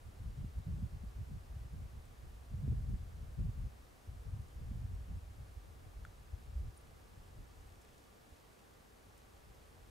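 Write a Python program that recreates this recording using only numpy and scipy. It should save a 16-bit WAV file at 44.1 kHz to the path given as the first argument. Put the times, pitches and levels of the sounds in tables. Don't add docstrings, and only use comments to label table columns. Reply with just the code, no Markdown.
import sys
import numpy as np
from scipy import signal
from scipy.fft import rfft, irfft, next_fast_len
from scipy.io import wavfile
from scipy.ndimage import uniform_filter1d

SR = 44100
rng = np.random.default_rng(int(sys.argv[2]) if len(sys.argv) > 2 else 0)


def materialize(psi):
    bounded = np.clip(np.atleast_2d(psi).T, -1, 1)
    quanta = np.round(bounded * 32767).astype(np.int16)
    wavfile.write(sys.argv[1], SR, quanta)


N = 436590


def gain_of(db):
    return 10 ** (np.asarray(db) / 20)


def unit_rms(x):
    return x / np.sqrt(np.mean(x ** 2) + 1e-20)


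def coloured(x, spectrum):
    size = next_fast_len(x.shape[-1])
    hz, db = np.transpose(spectrum)
    bin_db = np.interp(np.log(np.fft.rfftfreq(size, 1 / SR) + 1), np.log(hz + 1), db)
    return irfft(rfft(x, size) * gain_of(bin_db), size)[..., :x.shape[-1]]


def stereo_noise(side_spectrum):
    mid, side = rng.standard_normal((2, N))
    side = coloured(side, side_spectrum)
    return np.array([mid + side, mid - side])


def add(mix, start_s, sound):
    part = mix[..., max(round(start_s * SR), 0):][..., :sound.shape[-1]]
    part += sound[..., :part.shape[-1]]


def airflow(attack_s=0.022, release_s=0.029, flutter_db=2, flutter_per_s=30):
    # time in seconds, level between gusts in dB.
    light_air = [(0, -58), (.3, -47), (.9, -52), (1.4, -51), (2.13, -54), (2.8, -48), (3.6, -43.5),
                 (3.9, -62.5), (4.4, -52.5), (5.4, -52.5), (5.65, -52), (7.05, -58), (7.6, -53.5),
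                 (8.1, -66.5), (8.8, -67.5), (9.15, -61.5), (9.9, -59)]
    # start in seconds, length in seconds, level in dB, fineness in dB (higher is brighter).
    gusts = [(0.057, 0.042, -47, -10), (0.203, 0.11, -40, 3), (0.373, .12, -40, 10.5),
             (0.558, 0.065, -39.5, 6), (0.664, .21, -39, 16), (0.919, .06, -41, 10),
             (1.01, 0.091, -39.5, -3), (1.159, 0.079, -40, 6), (1.266, 0.12, -44.5, 15),
             (1.5, 0.18, -45, 5.5), (1.721, 0.15, -44.5, 13), (1.928, 0.064, -43.5, 4),
             (2.224, 0.11, -51, -4), (2.5, 0.15, -42, 7), (2.63, 0.12, -33.5, 6), (2.751, .22, -36.5, 5.5),
             (2.996, 0.056, -43.5, 4), (3.16, 0.18, -48, -1), (3.377, .13, -35, 5),
             (3.558, 0.13, -39.5, -1), (4.07, 0.17, -46.5, -2), (4.249, 0.184, -43, 5.5),
             (4.546, 0.14, -43, 4), (4.66, .21, -39.5, 4.5), (4.88, .18, -41.5, 0), (5.078, 0.11, -42.5, 7),
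             (5.226, 0.086, -50, 0), (5.38, 0.066, -46.5, 13), (5.949, .1, -46, -8), (6.45, 0.065, -47, 3),
             (6.526, 0.18, -43, -3), (7.16, 0.041, -51, -3), (7.347, 0.083, -47, -2),
             (9.463, .06, -55.5, -4)]
    t = np.arange(N) / SR
    power = gain_of(np.interp(t, *np.transpose(light_air))) ** 2
    weighted_fineness = np.zeros(N)
    for start_s, length_s, db, fine_db in gusts:
        ramp = np.minimum((t - start_s) / attack_s, (start_s + length_s - t) / release_s)
        gust_power = (gain_of(db) * np.clip(0.5 + ramp, 0, 1)) ** 2
        power += gust_power
        weighted_fineness += fine_db * gust_power
    flutter = np.interp(t * flutter_per_s, np.arange(1024), rng.standard_normal(1024))
    return 10 * np.log10(power) + flutter_db * flutter, weighted_fineness / power


def wind(trim_db=-2.25, breeze_db=-40.5, strong_db=-26.5, steady_s=0.058, lull=0.12):
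    # frequency in Hz, relative density in dB.
    breeze_spectrum = [(12, -18), (32, -4.5), (55, 3), (90, -4), (125, -11), (180, -22), (250, -31.5),
                       (400, -45), (1000, -64.5), (3000, -100)]
    gust_spectrum = [(12, -32), (32, -12), (55, 3), (100, -1), (140, -3), (200, -16), (270, -26.5),
                     (450, -41.5), (1000, -56), (3000, -97)]
    # frequency in Hz, side over mid in dB.
    side_spectrum = [(30, -20), (60, -13.5), (110, -8.5), (170, -2.5), (260, -2), (500, 4)]
    flow_db, fine_db = airflow()
    force = np.clip((flow_db + fine_db - breeze_db) / (strong_db - breeze_db), 0, 1)
    air = stereo_noise(side_spectrum)
    rumble = (1 - force) * unit_rms(coloured(air, breeze_spectrum))
    rumble += force * unit_rms(coloured(air, gust_spectrum))
    span = int(steady_s * SR)
    power = uniform_filter1d(uniform_filter1d(rumble.mean(0) ** 2, span), span)
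    slack_db = np.minimum(flow_db - uniform_filter1d(flow_db, SR // 4), 0)
    return gain_of(flow_db + lull * slack_db + trim_db) * rumble / np.sqrt(power + 1e-9)


def valley(level_db=-66.5):
    # frequency in Hz, relative density in dB.
    spectrum = [(30, -15), (90, 3), (170, 2.5), (300, 0.5), (440, -1), (620, -2.5), (800, -4.5),
                (1020, -6.5), (1400, -8.5), (2400, -13.5), (5000, -20.5), (9000, -27.5), (15000, -47)]
    # frequency in Hz, side over mid in dB.
    side_spectrum = [(60, -9.5), (200, -3.5), (400, 0), (700, 1.5), (1100, 2), (2000, 1), (4000, -1.5)]
    hush = coloured(stereo_noise(side_spectrum), spectrum)
    return gain_of(level_db) * hush / np.std(hush.mean(0))


def drones(growth_db=3):
    # centre in Hz, width in Hz, mid-scene rms in dB.
    bands = [(443, 93, -78), (763, 70, -81), (1166, 94, -82), (1697, 56, -88)]
    hz = np.fft.rfftfreq(N, 1 / SR)
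    shape = sum(gain_of(db) * unit_rms(1 / (1 + (2 * (hz - centre_hz) / width_hz) ** 4))
                for centre_hz, width_hz, db in bands)
    noise = irfft(rfft(rng.standard_normal((2, N))) * shape, N)
    return noise * gain_of(growth_db * np.linspace(-0.5, 0.5, N))


def hiss(rms_db=-73):
    # frequency in Hz, relative density in dB.
    spectrum = [(100, 2), (1000, -7.5), (2600, -2), (5000, -1), (9500, -2), (13000, -4.5), (15500, -7.5)]
    return gain_of(rms_db) * unit_rms(coloured(rng.standard_normal(N), spectrum))


def rustle(crackles_per_s=150, spread_db=3, decay_s=0.0016):
    # time in seconds, rms in dB.
    levels = [(0, -97), (5.8, -89), (7.4, -83), (7.8, -80), (9, -85.5), (9.5, -81), (9.9, -81)]
    # frequency in Hz, relative density in dB.
    spectrum = [(800, -20), (2500, 3), (5000, -2), (8500, -3), (11000, -9), (15000, -17)]
    sizes = gain_of(spread_db * np.minimum(rng.exponential(1, N), 3.5))
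    onsets = rng.random(N) < crackles_per_s / SR
    decay = np.exp(-np.arange(SR // 50) / (decay_s * SR))
    bursts = signal.oaconvolve(sizes * onsets, decay)[:N]
    crackle = unit_rms(coloured(bursts * rng.standard_normal(N), spectrum))
    return crackle * gain_of(np.interp(np.arange(N) / SR, *np.transpose(levels)))


def eddies(trim_db=-1, lean=0.25, half_width_cycles=0.67):
    # centre time in seconds, level in dB, frequency in Hz.
    hits = [(0.446, -38.5, 189), (0.672, -34, 109), (.828, -34.5, 161), (0.953, -37, 85.4),
            (1.039, -41, 173), (1.21, -35, 79), (1.313, -42.5, 175), (1.569, -36, 100), (2.679, -45.5, 418),
            (2.683, -32, 190), (2.727, -45, 330), (2.926, -36, 110), (3.452, -31.5, 135), (4.095, -37, 68),
            (4.342, -33, 107), (4.716, -40.5, 190), (5.113, -42, 152), (5.574, -38, 62.5),
            (6.341, -33, 68.6), (6.574, -33.5, 62), (6.604, -33.5, 70), (8.327, -47, 70)]
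    out = np.zeros((2, N))
    for (centre_s, db, hz), side in zip(hits, rng.uniform(-1.3, 1, len(hits))):
        half_width_s = half_width_cycles / hz
        t = np.arange(-6 * half_width_s, 6 * half_width_s, 1 / SR)
        swing = -np.cos(2 * np.pi * hz * t) / np.cosh(t / half_width_s) ** 2
        balance = 1 + lean * side * np.array([[1], [-1]])
        add(out, centre_s + t[0], gain_of(db + trim_db) * swing * balance)
    return out


def bark_ticks():
    # centre time in seconds, level in dB, pitch in Hz, half-width in seconds, noise share 0-1.
    ticks = [(0.59, -66, 8000, .005, 1), (2.055, -59, 7800, .002, 0.6), (4.42, -67, 8500, .004, 1),
             (4.487, -61, 7100, .002, .8), (6.771, -65, 9300, 0.0058, .9), (6.775, -56, 9400, 0.00045, 0.4),
             (6.7763, -52.5, 9400, 0.00074, 0.1), (6.78, -52, 9300, .0003, 0.2),
             (6.813, -64, 8800, .001, .9), (7.672, -63, 8000, .002, .9), (7.82, -63, 7500, .007, 0.8),
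             (7.981, -61, 6500, 0.0033, 1), (9.18, -59.5, 8500, 0.0037, 0.73),
             (9.876, -65, 8600, .002, 0.7)]
    out = np.zeros(N)
    t = np.arange(-1024, 1024) / SR
    for centre_s, db, hz, half_width_s, share in ticks:
        band = [(hz / 4, -20), (hz / 2, -6), (hz, 0), (hz * 1.4, -4), (hz * 2, -20)]
        scratch = unit_rms(coloured(rng.standard_normal(len(t)), band))
        tick = (1 - share) * np.sin(2 * np.pi * hz * t) + share * scratch / 2
        add(out, centre_s + t[0], gain_of(db) * tick * np.exp(-(t / half_width_s) ** 2))
    return out


def knock(start_s=6.0505, level_db=-37.5, bend=0.32, settle_s=0.00084, rise_s=0.0004):
    # settled frequency in Hz, relative level in dB, T60 in seconds.
    modes = [(1355, 0, 0.012), (3240, -17.5, 0.011), (6200, -14, .005), (8600, -15, .003)]
    t = np.arange(SR // 20) / SR
    bent_t = t + bend * settle_s * (1 - np.exp(-t / settle_s))
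    ring = sum(gain_of(db) * np.exp(-np.log(1000) * t / t60_s) * np.sin(2 * np.pi * hz * bent_t)
               for hz, db, t60_s in modes)
    out = np.zeros(N)
    add(out, start_s, gain_of(level_db) * ring * (1 - np.exp(-t / rise_s)))
    return out


def woodland(x, t60_s, wet_db):
    t = np.arange(SR // 3) / SR
    tail = rng.standard_normal((2, len(t))) * np.exp(-np.log(1000) * t / t60_s)
    tail /= np.linalg.norm(tail[0])
    return x + gain_of(wet_db) * signal.fftconvolve(x[None], tail, axes=1)[:, :N]


def scene():
    background = valley() + drones() + hiss()
    knocked = woodland(knock(), t60_s=0.11, wet_db=-15)
    bark_and_leaves = woodland(bark_ticks() + rustle(), t60_s=0.2, wet_db=-8.5)
    return wind() + eddies() + background + knocked + bark_and_leaves


def record(dry, cutoff_hz=15700):
    taps = signal.firwin(1023, cutoff_hz, window=("kaiser", 9), fs=SR)
    return signal.oaconvolve(dry, taps[None], "same")


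dry = scene()
out = record(dry)
materialize(out)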